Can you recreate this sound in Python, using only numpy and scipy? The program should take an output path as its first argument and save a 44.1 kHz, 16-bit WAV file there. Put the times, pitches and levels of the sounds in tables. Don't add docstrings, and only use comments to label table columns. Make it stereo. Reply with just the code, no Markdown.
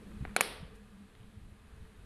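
import sys
import numpy as np
from scipy import signal
from scipy.fft import rfft, irfft, next_fast_len
from scipy.io import wavfile
from scipy.ndimage import map_coordinates

SR = 44100
rng = np.random.default_rng(int(sys.argv[2]) if len(sys.argv) > 2 else 0)


def int16_out(signal):
    q = np.round(np.clip(np.atleast_2d(signal).T, -1, 1) * 32767)
    wavfile.write(sys.argv[1], SR, q.astype(np.int16))


N = 90404
TIME_S = np.arange(N) / SR


def press_studs():
    # start in seconds, level in dB, tilt in dB/octave, steel ring, scrape and room gains in dB,
    # room tilt in dB/octave, right microphone's lag in seconds, contact's treble limit in Hz.
    seatings = [(.2517, -13, -3, -34.5, -25, 2.5, -1.1, 0.000078, 2400)]
    snaps = [(0.3644, 6.5, -1.15, -0.5, -6, 3, -1.5, 0.00011, 12000),
             (0.409, 8.5, -0.5, -3.5, -9, -0.5, 3, 0.00013, 15000)]
    # mode of the metal socket in Hz, level in dB, T60 in seconds.
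    socket_modes = [(2239, -60, .45), (2541, -58, .35), (3090, -59, .3), (3467, -56, .3), (3828, -59, .3),
                    (4366, -62, .3)]
    bounce_s, bounce_db, bounce_hz = .0032, -20, 3506
    bounce = lambda hz: 1 - amp(bounce_db) * delay(bounce_s, hz) / (1 + 1j * hz / bounce_hz)
    out = np.zeros((2, N))
    for events in (seatings, snaps):
        for index, row in enumerate(events):
            start_s, db, tilt_db_oct, steel_db, scrape_db, room_db, room_db_oct, lag_s, contact_hz = row
            t = (np.arange(N) - round(start_s * SR)) / SR
            click = stud_click(t, index, steel_db, scrape_db)
            direct = filtered(click, lambda hz: bounce(hz) * delay(np.array([[0], [lag_s]]), hz))
            tail = amp(room_db) * filtered(room_tail(start_s), lambda hz: tilt(room_db_oct, hz))
            socket = amp(steel_db) * ring(socket_modes, t)
            contact = lambda hz: causal(tilt(tilt_db_oct, hz) / np.sqrt(1 + (hz / contact_hz) ** 6))
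            out += amp(db) * filtered(direct + tail + socket, contact)
    return out


def stud_click(t, stud_index, steel_db, scrape_db):
    # frequency in Hz, level of the blow in dB.
    blow_spectrum = [(60, -13.5), (200, -4.5), (600, -1), (1500, -4.5), (2700, -3), (3600, -5), (4400, -3),
                     (5000, -10), (5800, -7), (6800, -6), (8600, -8.5), (11000, -6.5), (14000, -4)]
    # mode of the leather flap in Hz, level in dB struck at the first stud, and at the second.
    flap_levels = [(210, -53, -59.5), (430, -47.5, -64.5), (535, -85, -35.5), (752, -29.5, -34.5),
                   (1195, -46.5, -45.5), (1497, -30.5, -37), (2300, -30.5, -24), (2750, -58, -41),
                   (3800, -49, -33), (4233, -18.5, -34)]
    # mode of the steel cap in Hz, level in dB, T60 in seconds.
    cap_modes = [(6350, -31.5, 0.011), (6840, -31, 0.0082), (9060, -30.5, 0.01), (9910, -32.5, 0.0047),
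                 (10630, -32.5, .012)]
    recoil_s, recoil_db, recoil_hz = .00028, -7, 5500
    recoil = lambda hz: 1 - amp(recoil_db) * delay(recoil_s, hz) / (1 + (hz / recoil_hz) ** 2)
    force = filtered(t == 0, recoil) + scrape_and_chatter(t, scrape_db)
    blow = filtered(force, lambda hz: causal(amp(along(blow_spectrum, hz))))
    flap_t60_s = .018
    flap_modes = [(hz, dbs[stud_index], flap_t60_s * (1000 / hz) ** .45) for hz, *dbs in flap_levels]
    return blow + ring(flap_modes, t) + amp(steel_db) * ring(cap_modes, t)


def scrape_and_chatter(t, scrape_db):
    rise_s, shudder_t60_s, rattle_t60_s = .00046, .026, .016
    low_cut_hz, split_hz = 1300, 4300
    scrape = amp(scrape_db) * burst((t < 0) * np.exp(-abs(t) / rise_s), scatter=.94)
    shudder = amp(1.5) * burst((t > 0) * amp(-60 * abs(t) / shudder_t60_s), scatter=0)
    rattle = amp(4.5) * burst((t > 0) * amp(-60 * abs(t) / rattle_t60_s), scatter=.94)
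    lowpass = lambda hz: 1 / (1 + (hz / split_hz) ** 8)
    chatter = filtered(shudder, lowpass) + filtered(rattle, lambda hz: 1 - lowpass(hz))
    return filtered(scrape + chatter, lambda hz: 1j * hz / (low_cut_hz + 1j * hz))


def spring_clicks():
    # peak time in seconds, level in dB, centre in Hz, half-length in seconds.
    clicks = [(.3708, -37, 10300, .0012), (.4081, -27, 9000, .0004), (.4131, -25, 10700, .0012)]
    return sum(noise_swell(*row, width_ratio=.14) for row in clicks)


def room_tail(start_s):
    # frequency in Hz, level in dB.
    tail_spectrum = [(100, -29), (200, -6), (340, -8.5), (450, 1.5), (560, -4), (750, -6), (1500, -8),
                     (3200, -9.5), (4500, -12), (5500, -16.5), (6800, -30), (9000, -13.5), (12600, -20.5),
                     (13200, -51)]
    # frequency in Hz, T60 in seconds.
    decay_times = [(200, 1), (1000, 0.73), (3500, 0.62), (7000, 0.44), (12000, 0.39)]
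    onset_s = .01
    hz, frame_s, spectra = signal.stft(shaped_noise(tail_spectrum), SR, nperseg=256)
    t60_s = along(decay_times, hz)[:, None]
    equal_energy = np.sqrt(2 * np.log(1000) / (t60_s * SR))
    decay = amp(-60 * np.maximum(frame_s - start_s, 0) / t60_s) * equal_energy
    tail = signal.istft(spectra * decay, SR, nperseg=256)[1][:, :N]
    return tail * (1 - np.exp(-np.maximum(TIME_S - start_s, 0) / onset_s))


def handling():
    # frequency in Hz, relative level in dB.
    rumble_spectrum = [(15, -8), (42, -0.5), (75, -4), (120, -9.5), (180, -14.5), (300, -27.5), (700, -60),
                       (2000, -86)]
    # time in seconds, level in dB.
    rumble_levels = [(0, -53), (.17, -45.5), (.28, -39.5), (.38, -62.5), (.5, -51.5), (.68, -48.5),
                     (.78, -54), (1.0, -58.5), (1.15, -58.5), (1.25, -49), (1.33, -58.5), (1.44, -45.5),
                     (1.53, -55.5), (1.61, -58), (1.79, -46.5), (1.84, -49), (1.92, -59), (2.05, -45.5)]
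    # centre time in seconds, level in dB, pitch in Hz, half-length in seconds,
    # left minus right in dB.
    thumps = [(0.212, -50, 90.5, 0.0044, -55.5), (0.228, -30.5, 142, 0.0031, -20),
              (0.231, -35, 57.4, 0.002, -29), (.2527, -35, 300, .0018, 1), (0.618, -42.5, 71, 0.012, -5),
              (0.633, -39.5, 150, 0.0047, -18), (1.214, -53.5, 105, 0.012, -26.5),
              (1.378, -42, 88, 0.0089, -8.5), (1.524, -44.5, 68, 0.0046, -19),
              (1.829, -46, 68, 0.011, -9.5)]
    out = level(rumble_levels) * unit(shaped_noise(rumble_spectrum))
    for centre_s, db, hz, half_s, pan_db in thumps:
        t = TIME_S - centre_s
        gains = amp([[db + pan_db / 2], [db - pan_db / 2]])
        out += gains * np.exp(-(t / half_s) ** 2) * np.sin(2 * np.pi * hz * t)
    return out


def leather_rustle():
    # peak time in seconds, level in dB, centre in Hz, half-length in seconds.
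    rubs = [(0.08, -56.5, 328, 0.14), (0.29, -64.5, 1660, 0.1), (0.76, -64.5, 9400, 0.011),
            (1.2, -70.5, 2300, 0.055), (1.74, -69.5, 1103, 0.043)]
    ticks = [(.119, -57, 1180, .003), (1.1525, -54.5, 2400, .0015), (1.853, -62, 1300, .002)]
    grains_per_s, grain_db = 260, 3
    wander = map_coordinates(rng.standard_normal(N), [TIME_S * grains_per_s])
    catches = unit(amp(grain_db * wander))
    rubbing = catches * sum(noise_swell(*row, width_ratio=.52) for row in rubs)
    return rubbing + sum(noise_swell(*row, width_ratio=.52) for row in ticks)


def room_tone():
    # frequency in Hz, level in dB.
    air_spectrum = [(30, -63.5), (250, -47), (340, -50.5), (650, -54.5), (1200, -58), (2000, -60.5),
                    (4000, -64.5), (5500, -71), (8000, -66), (12700, -69), (13500, -78)]
    # centre in Hz, half-width in Hz, level in dB.
    hum_bands = [(439, 22.3, -68), (1207, 60, -77.5), (1683, 220, -76), (2550, 46, -83)]
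    # time in seconds, gain in dB.
    air_gains = [(0, 2.5), (.12, 3.5), (.3, 3.5), (.6, -1.5), (.85, 0), (1.3, -0.5), (1.55, -1), (1.8, 0.5),
                 (2.05, 0)]
    hum_gains = [(0, 4), (.7, 3), (1.05, -2), (1.5, -6), (1.65, 0.5), (2.05, 0)]
    drone_gains = [(0, 7), (.25, 9.5), (.5, -1), (.85, -1.5), (1.0, 6), (1.06, 5), (1.09, -17.5), (1.25, 2),
                   (1.6, -7.5), (1.92, -4.5), (2.05, -17)]
    hiss = level(air_gains) * shaped_noise(air_spectrum)
    hum = level(hum_gains) * sum(wavering_tone(*row) for row in hum_bands)
    drone = level(drone_gains) * wavering_tone(centre_hz=204.6, half_width_hz=11.5, db=-58.5)
    return hiss + hum + drone


def wavering_tone(centre_hz, half_width_hz, db):
    peak = lambda hz: 1 / (1 + ((hz - centre_hz) / half_width_hz) ** 2)
    return amp(db) * unit(filtered(diffuse_noise(), peak))


def noise_swell(peak_s, db, centre_hz, half_s, width_ratio):
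    bell = lambda hz: np.exp(-((hz / centre_hz - 1) / width_ratio) ** 2 / 2)
    envelope = np.exp(-((TIME_S - peak_s) / half_s) ** 2)
    return amp(db) * envelope * unit(filtered(diffuse_noise(), bell))


def diffuse_noise():
    # frequency in Hz, left-right correlation.
    coherence = [(60, 0.21), (130, 0.42), (280, 0.91), (600, 0.3), (1300, 0), (13000, 0)]
    pan_db = -2.5
    angle = lambda hz: np.arccos(np.clip(along(coherence, hz), -1, 1)) / 2
    weights = lambda hz: np.array([np.cos(angle(hz)), np.sin(angle(hz))])
    mid, side = filtered(rng.standard_normal((2, N)), weights)
    return np.array([mid + side, mid - side]) * amp([[pan_db / 2], [-pan_db / 2]])


def shaped_noise(spectrum):
    return filtered(diffuse_noise(), lambda hz: amp(along(spectrum, hz)))


def burst(envelope, scatter):
    x = envelope * (rng.standard_normal(N) + scatter * rng.standard_normal((2, N)))
    return x / np.linalg.norm(x, axis=1, keepdims=True)


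def ring(modes, t):
    partials = (amp(db - 60 * abs(t) / t60_s) * np.cos(2 * np.pi * hz * t) for hz, db, t60_s in modes)
    return (t >= 0) * sum(partials)


def filtered(x, response):
    size = 2 * next_fast_len(N)
    return irfft(rfft(x, size) * response(np.fft.rfftfreq(size, 1 / SR)), size)[..., :N]


def causal(gain):
    cepstrum = irfft(np.log(np.maximum(gain, 1e-6)))
    half = len(cepstrum) // 2
    cepstrum[1:half] *= 2
    cepstrum[half + 1:] = 0
    return np.exp(rfft(cepstrum))


def delay(lag_s, hz):
    return np.exp(-2j * np.pi * hz * lag_s)


def tilt(db_per_octave, hz):
    return amp(db_per_octave * np.log2(np.maximum(hz, 500) / 1500))


def along(points, hz):
    knots_hz, values = np.transpose(points)
    return np.interp(np.log(hz + 1), np.log(knots_hz + 1), values)


def level(points):
    return amp(np.interp(TIME_S, *np.transpose(points)))


def amp(db):
    return 10 ** (np.asarray(db) / 20)


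def unit(x):
    return x / np.sqrt(np.mean(x ** 2) + 1e-20)


def scene():
    return press_studs() + spring_clicks() + handling() + leather_rustle() + room_tone()


def record(dry):
    # frequency in Hz, gain in dB.
    left_mic = [(500, -1), (1300, 3.5), (4000, 2.5), (7000, -3), (9200, 4.5), (10200, -8), (12500, -10),
                (15000, -22.5)]
    right_mic = [(500, -1.5), (1300, 3), (4000, 3), (7000, -1.5), (8700, -6.5), (10200, 3.5), (12400, -1.5),
                 (13600, -3), (15500, -5)]
    roll_off = [(12300, 0), (13300, -8.5), (14300, -33), (15500, -40.5)]
    ceiling, knee, top_hz = .87, 2.2, 15500
    mics = lambda hz: np.array([causal(amp(along(mic, hz))) for mic in (left_mic, right_mic)])
    coloured = filtered(dry, mics)
    rounded = coloured / (1 + abs(coloured / ceiling) ** knee) ** (1 / knee)
    return filtered(rounded, lambda hz: amp(along(roll_off, hz)) * (hz < top_hz))


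dry = scene()
out = record(dry)
int16_out(out)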